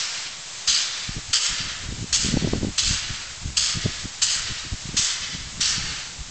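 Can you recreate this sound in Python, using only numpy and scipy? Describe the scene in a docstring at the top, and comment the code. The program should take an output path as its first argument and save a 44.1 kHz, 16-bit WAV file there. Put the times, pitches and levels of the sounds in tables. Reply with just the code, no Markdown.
"""Steam locomotive air pump at a station

A steam locomotive stands far down a platform; its air pump exhausts in an uneven two-stroke beat.
Each puff is shaped noise: a hiss notched by reflections close by, a lower roar, and an echo off the station.
Leaking steam is a wavering hiss; wind is two bands of lumpy noise, with short rounded swings,
swelling and fading evenly, for its thumps."""
import sys
import numpy as np
from scipy import signal
from scipy.fft import rfft, irfft, next_fast_len
from scipy.io import wavfile
from scipy.ndimage import uniform_filter1d, map_coordinates

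SR = 44100
rng = np.random.default_rng(int(sys.argv[2]) if len(sys.argv) > 2 else 0)


def attenuation_scalar(level_db):
    """Turn a level in dB into a linear amplitude multiplier (20 dB per decade)."""
    decades = np.asarray(level_db, float) / 20
    return 10 ** decades


def inscribe(sig):
    """Save sig as 16-bit PCM at rate SR to the path in sys.argv[1].

    A 1-D sig is mono; a 2-D sig holds one channel per row.
    Samples are clipped to [-1, 1] before scaling.
    """
    pcm = np.round(np.clip(np.atleast_2d(sig).T, -1, 1) * 32767)
    wavfile.write(sys.argv[1], SR, pcm.astype(np.int16))


N = 278226


def unit(x):
    """x at rms 1."""
    return x / np.sqrt(np.mean(x ** 2) + 1e-20)


def along(points, hz):
    """(Hz, value) points read on a log frequency axis."""
    point_hz, value = np.transpose(points)
    return np.interp(np.log(hz + 1), np.log(point_hz + 1), value)


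def curves(rows):
    """One value per sample for each column after the time."""
    s, *columns = np.transpose(rows)
    return [np.interp(np.arange(N) / SR, s, column) for column in columns]


def wobble(knots_per_s, size=N):
    """A smooth random curve."""
    knots = rng.standard_normal(int(size * knots_per_s / SR) + 4)
    return map_coordinates(knots, [np.arange(size) * knots_per_s / SR])


def noise(spectrum, size=N):
    """Coloured noise of rms 1."""
    m = next_fast_len(size)
    gain = attenuation_scalar(along(spectrum, np.fft.rfftfreq(m, 1 / SR)))
    return unit(irfft(rfft(rng.standard_normal(m)) * gain, m)[:size])


def add(track, sound, s):
    """Mix a sound into the track from time s."""
    start = round(s * SR)
    part = sound[max(-start, 0):N - start]
    track[max(start, 0):][:len(part)] += part


def pump():
    """Each exhaust stroke bursts open, blows down with the steam pressure, then chokes off."""
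    # Each row: start in s, burst level in dB, burst length in s, blow-down level in dB,
    # blow-down peak in s after the start, treble tilt in dB per octave, roar and echo trim in dB.
    puffs = [(-.11, -17.5, 0.031, -25, 0.082, -4.5, 1), (0.67, -16, 0.04, -19.5, 0.082, -5.5, -0.5),
             (1.327, -14.5, 0.038, -23.5, 0.12, 4.5, 1), (2.123, -14.5, 0.038, -24, 0.1, 4, -1),
             (2.775, -15.5, 0.023, -21, 0.11, 1, -0.5), (3.565, -15, 0.017, -21, 0.082, 3, 0),
             (4.215, -15.5, 0.028, -21.5, 0.089, 6, -0.5), (4.963, -17, 0.033, -21.5, 0.078, 7, 0.5),
             (5.603, -17.5, 0.024, -20.5, 0.056, 2, 1.5)]
    # The air bends the reflected path per stroke. Each row: notch depth in dB, notch pitch ratio.
    bends = [(2, 1.06), (9, .97), (9, 1.01), (7, 1), (5, 1), (10, .99), (9, .97), (3, 1.03), (3, 1.12)]
    # Ground and platform reflections cancel the direct sound.
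    # Each row: centre in Hz at pitch ratio 1, share of the notch depth.
    cancellations = [(2200, .8), (3780, .9), (5850, 1.1)]
    # Hiss of the steam jet. Each row: frequency in Hz, relative density in dB per Hz.
    jet_spectrum = [(1000, -45), (1800, -15.5), (2500, -8), (3150, -1.25), (4500, 1.4), (6200, 0.8),
                    (7900, -4.5), (8600, -20.5), (12000, -28.5)]
    # Lower roar of the jet. Each row: frequency in Hz, relative density in dB per Hz.
    roar_spectrum = [(400, -30), (900, -14.5), (1250, -4), (1800, -3), (2400, -7), (3500, -40)]
    open_s = 0.007
    burst_sag_db_per_s, burst_end_db_per_s = 63, 499.5
    blow_rise_s, blow_fall_s = 0.094, 0.096
    echo_db = -3.5

    track, t = np.zeros(N), np.arange(SR // 2) / SR
    size = len(t)
    opening = np.clip(t / open_s, 0, 1) ** 1.7
    # roar over hiss: a pop at the opening, then growth as pressure falls
    roar_db = -24 + 12 * np.exp(-t / 0.016) + 70.5 * t
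    for puff, (notch_db, ratio) in zip(puffs, bends):
        s, burst_db, burst_s, blow_db, peak_s, tilt_db, low_db = puff
        blow_width_s = np.where(t < peak_s, blow_rise_s, blow_fall_s)
        blow_down = attenuation_scalar(blow_db) * np.exp(-((t - peak_s) / blow_width_s) ** 2)
        ending_db = burst_end_db_per_s * np.maximum(t - burst_s, 0)
        burst = attenuation_scalar(burst_db - burst_sag_db_per_s * t - ending_db)
        flutter = attenuation_scalar(0.4 * wobble(64, size) + 1.43 * wobble(353.7, size))  # turbulent jet
        level = opening * flutter * np.hypot(burst, blow_down)
        hiss = patchy(noise(jet_spectrum, size), depth_db=1.5)
        roar = attenuation_scalar(roar_db + low_db) * noise(roar_spectrum, size)
        notches = [(hz * ratio, share * notch_db) for hz, share in cancellations]
        direct = level * (combed(hiss, notches, tilt_db, width_hz=270) + roar)
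        add(track, direct, s)
        echo = signal.fftconvolve(level * (hiss + roar), station(air_db_per_s=10))
        add(track, attenuation_scalar(echo_db + low_db) * echo, s)
    return track


def patchy(x, depth_db):
    """Turbulent unevenness: random patches of gain, about 700 Hz by 40 ms."""
    z = signal.stft(x, nperseg=512)[2]
    field = uniform_filter1d(rng.standard_normal(z.shape), size=8, axis=0)
    field = unit(uniform_filter1d(field, size=7, axis=1))
    return unit(signal.istft(z * attenuation_scalar(depth_db * field), nperseg=512)[1][:len(x)])


def combed(jet, notches, tilt_db, width_hz):
    """Direct path: narrow cancellations by reflections and a treble tilt above 5 kHz, at rms 1."""
    hz = np.fft.rfftfreq(len(jet), 1 / SR)
    loss_db = sum(db * np.exp(-((hz - centre_hz) / width_hz) ** 2) for centre_hz, db in notches)
    slope_db = tilt_db * np.log2(np.maximum(hz / 5000, 1))
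    return unit(irfft(rfft(jet) * attenuation_scalar(slope_db - loss_db), len(jet)))


def station(air_db_per_s):
    """Scattered answer of canopy and walls; air loss is given at 5 kHz and grows as frequency squared."""
    # Groups of reflecting walls. Each row: delay in s, level in dB, t60 in s before air loss.
    walls = [(0.017, -2.5, 0.74), (0.106, -0.3, 0.3), (.24, -0.1, 0.31), (.35, -0.5, 0.15), (.15, -8, 1.17)]
    # Colour of the reflections. Each row: frequency in Hz, gain in dB before air loss.
    wall_colour = [(500, 14), (1000, 1.5), (2000, 6), (3500, -0.5), (6000, -2.5), (9000, -4.5)]
    hz, t, z = signal.stft(rng.standard_normal(SR), SR, nperseg=256)
    power = sum((t > s) * attenuation_scalar(db - 60 * (t - s) / t60) ** 2 for s, db, t60 in walls)
    air_loss_db = air_db_per_s * t * (hz[:, None] / 5000) ** 2
    colour = attenuation_scalar(along(wall_colour, hz)[:, None] - air_loss_db)
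    tail = signal.istft(z * np.sqrt(power) * colour, SR, nperseg=256)[1]
    return tail / np.sqrt(SR * 0.1)


def leak():
    """Steam escaping from valves and glands: broadband jet noise with a small random waver."""
    # Each row: frequency in Hz, relative density in dB per Hz.
    leak_spectrum = [(150, -43.5), (250, -17), (700, -7.5), (2250, -3.5), (4300, -0.5), (5300, -0.5),
                     (5850, -1.5), (6400, 0.5), (7600, 0.5), (8500, -14), (12000, -15)]
    # Each row: time in s, level in dB before a 3 dB lift.
    leak_levels = [(0, -33.5), (.4, -38), (.9, -37.5), (2.8, -40), (3.7, -38), (5.9, -38.5), (6.31, -40)]
    waver_db = 0.7 * wobble(6) + 0.7 * wobble(40)
    return attenuation_scalar(curves(leak_levels)[0] + 3 + waver_db) * noise(leak_spectrum)


def wind():
    """Lumpy turbulence over the microphone: faster air sheds smaller, higher eddies."""
    # Rumble that rises and falls between the buffets.
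    # Each row: time in s, level in dB before the output trim, eddy speed 0-1.
    breeze_rows = [(0, -54, .8), (1, -55, 1), (1.4, -58, 0.6), (1.7, -45.5, 0.27), (2.15, -38.5, 0.4),
                   (2.3, -29.5, 0.63), (2.68, -35.5, 0.5), (2.78, -45.5, 0.34), (3.3, -48, .4),
                   (3.65, -39.5, 0.22), (3.95, -42, 0.44), (4.2, -46.5, .4), (4.8, -49, 0.4),
                   (4.95, -33.5, .3), (5.1, -53.5, 0.05), (5.35, -40, 0.66), (5.9, -38.5, 0.26),
                   (6.05, -46.5, 0.4), (6.31, -41, 0.34)]
    # Buffets. Each row: middle in s, half length in s, level in dB before the trim, eddy speed 0-1.
    gusts = [(.7, 0.023, -46, .2), (1.099, 0.035, -36.5, .1), (1.17, 0.029, -32, 0.5),
             (1.277, 0.06, -37, 0.03), (1.526, 0.026, -33.5, 0.5), (1.633, 0.04, -35, 0.4),
             (1.85, .03, -36, 0.4), (1.933, 0.056, -29.5, 0.5), (2.016, 0.036, -32, 0.8),
             (2.338, .04, -24, .9), (2.458, 0.04, -23, 1), (2.541, 0.024, -18.5, 0.9),
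             (2.648, 0.053, -24.5, 0.8), (2.897, 0.057, -27.5, 0.33), (3.105, 0.062, -31.5, .1),
             (3.473, 0.044, -28.5, 0.13), (3.77, 0.021, -25.5, 0.5), (3.861, 0.029, -23.5, 1),
             (4.052, .02, -35.5, 0.6), (4.387, 0.035, -38.5, 0.17), (4.455, 0.017, -35.5, 0.13),
             (4.51, 0.015, -30, 0.46), (4.663, 0.019, -30.5, 0.1), (4.73, 0.013, -23, 0.37),
             (4.88, 0.025, -32, 0), (5.404, .03, -36, 0.3), (5.47, .02, -35, .7), (5.58, 0.044, -38, .7),
             (5.798, .04, -34, 0.2), (5.9, .04, -36, 0.5), (6.212, 0.021, -34, 0.08)]
    # Large eddies. Each row: frequency in Hz, relative density in dB per Hz.
    slow_air = [(10, -10.5), (30, -4.5), (70, -6.5), (115, -13.5), (300, -42), (600, -61)]
    # Small eddies. Each row: frequency in Hz, relative density in dB per Hz.
    fast_air = [(20, -12.5), (110, 4), (190, 0.5), (320, -8.5), (550, -19), (1000, -31.5), (2000, -82)]
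    trim_db = -1.5

    middle_s, half_s, gust_db, gust_speed = np.transpose(gusts)[:, :, None]
    gust_power = attenuation_scalar(gust_db) ** 2 * np.exp(-2 * ((np.arange(N) / SR - middle_s) / half_s) ** 2)
    breeze_db, breeze_speed = curves(breeze_rows)
    breeze_power = attenuation_scalar(breeze_db) ** 2
    large_power = (1 - breeze_speed) * breeze_power + np.sum((1 - gust_speed) * gust_power, axis=0)
    small_power = breeze_speed * breeze_power + np.sum(gust_speed * gust_power, axis=0)
    slow = unit(attenuation_scalar(2.5 * wobble(24)) * noise(slow_air))
    fast = unit(attenuation_scalar(3.84 * wobble(60)) * noise(fast_air))
    return attenuation_scalar(trim_db) * (np.sqrt(large_power) * slow + np.sqrt(small_power) * fast)


def thumps():
    """A strong eddy pushes the microphone's diaphragm through about one swing."""
    # Each row: time in s, level in dB before a 1 dB cut, swing frequency in Hz.
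    eddies = [(1.094, -22, 129), (1.167, -29, 131), (1.607, -27, 127), (1.892, -26.5, 119),
              (1.925, -21.8, 202), (2.028, -22.5, 148), (2.044, -23.5, 181), (2.249, -18, 173),
              (2.263, -18, 177), (2.289, -16.5, 161), (2.342, -10.5, 165), (2.372, -9, 231),
              (2.425, -18.5, 233), (2.447, -10.5, 188), (2.475, -12.5, 253), (2.535, -9, 310),
              (2.58, -20, 142), (2.632, -15.5, 260), (2.648, -13.5, 230), (2.672, -19.5, 172),
              (2.911, -19.5, 118), (3.107, -25.5, 101), (3.461, -20, 110), (3.773, -20.5, 133),
              (3.861, -10.5, 177), (4.057, -23.5, 140), (4.733, -27.5, 111), (4.857, -25, 120),
              (4.893, -22.5, 152), (4.945, -23, 201), (4.996, -26, 141), (5.352, -25.5, 129),
              (5.599, -26.5, 170), (5.783, -24, 138), (5.844, -29, 140), (6.204, -31, 110)]
    track, t = np.zeros(N), np.arange(-SR // 20, SR // 20) / SR
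    turns = rng.uniform(0, 2 * np.pi, len(eddies))
    for (s, db, hz), turn in zip(eddies, turns):
        phase = 2 * np.pi * hz * t
        swing = np.cos(phase + turn) + 0.29 * np.cos(2.1 * phase + 3 * turn)
        # a steep edge adds treble, more in hard blows
        swing += attenuation_scalar(db) * 0.43 * np.cos(3.45 * phase + 5 * turn)
        push = np.exp(-np.abs(hz * t / 0.56) ** 3) * swing
        add(track, attenuation_scalar(db - 1) * push, s + t[0])
    return track


def scene():
    """All sources on one channel."""
    return (pump() + leak() + wind() + thumps())[None]


def low_pass(x):
    """Removes everything above the highest recorded frequency."""
    return signal.sosfilt(signal.butter(12, 9060, fs=SR, output="sos"), x)


def record(dry):
    """A small microphone input: soft saturation, a limited pass band, then a slight constant offset."""
    # Pass band. Each row: frequency in Hz, gain in dB.
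    pass_band = [(20, 1.5), (8000, -1.5), (8600, -2.5), (9000, -22.5), (9250, -37), (9500, -110)]
    ceiling, offset = 0.56, -0.0024  # full scale = 1
    held = dry / (1 + np.abs(dry / ceiling) ** 6) ** (1 / 6)
    m = next_fast_len(N + SR // 10)
    gain = attenuation_scalar(along(pass_band, np.fft.rfftfreq(m, 1 / SR)))
    limited = irfft(rfft(held, m) * gain, m)[:, :N]
    return low_pass(limited + offset)


dry = scene()
out = record(dry)
inscribe(out)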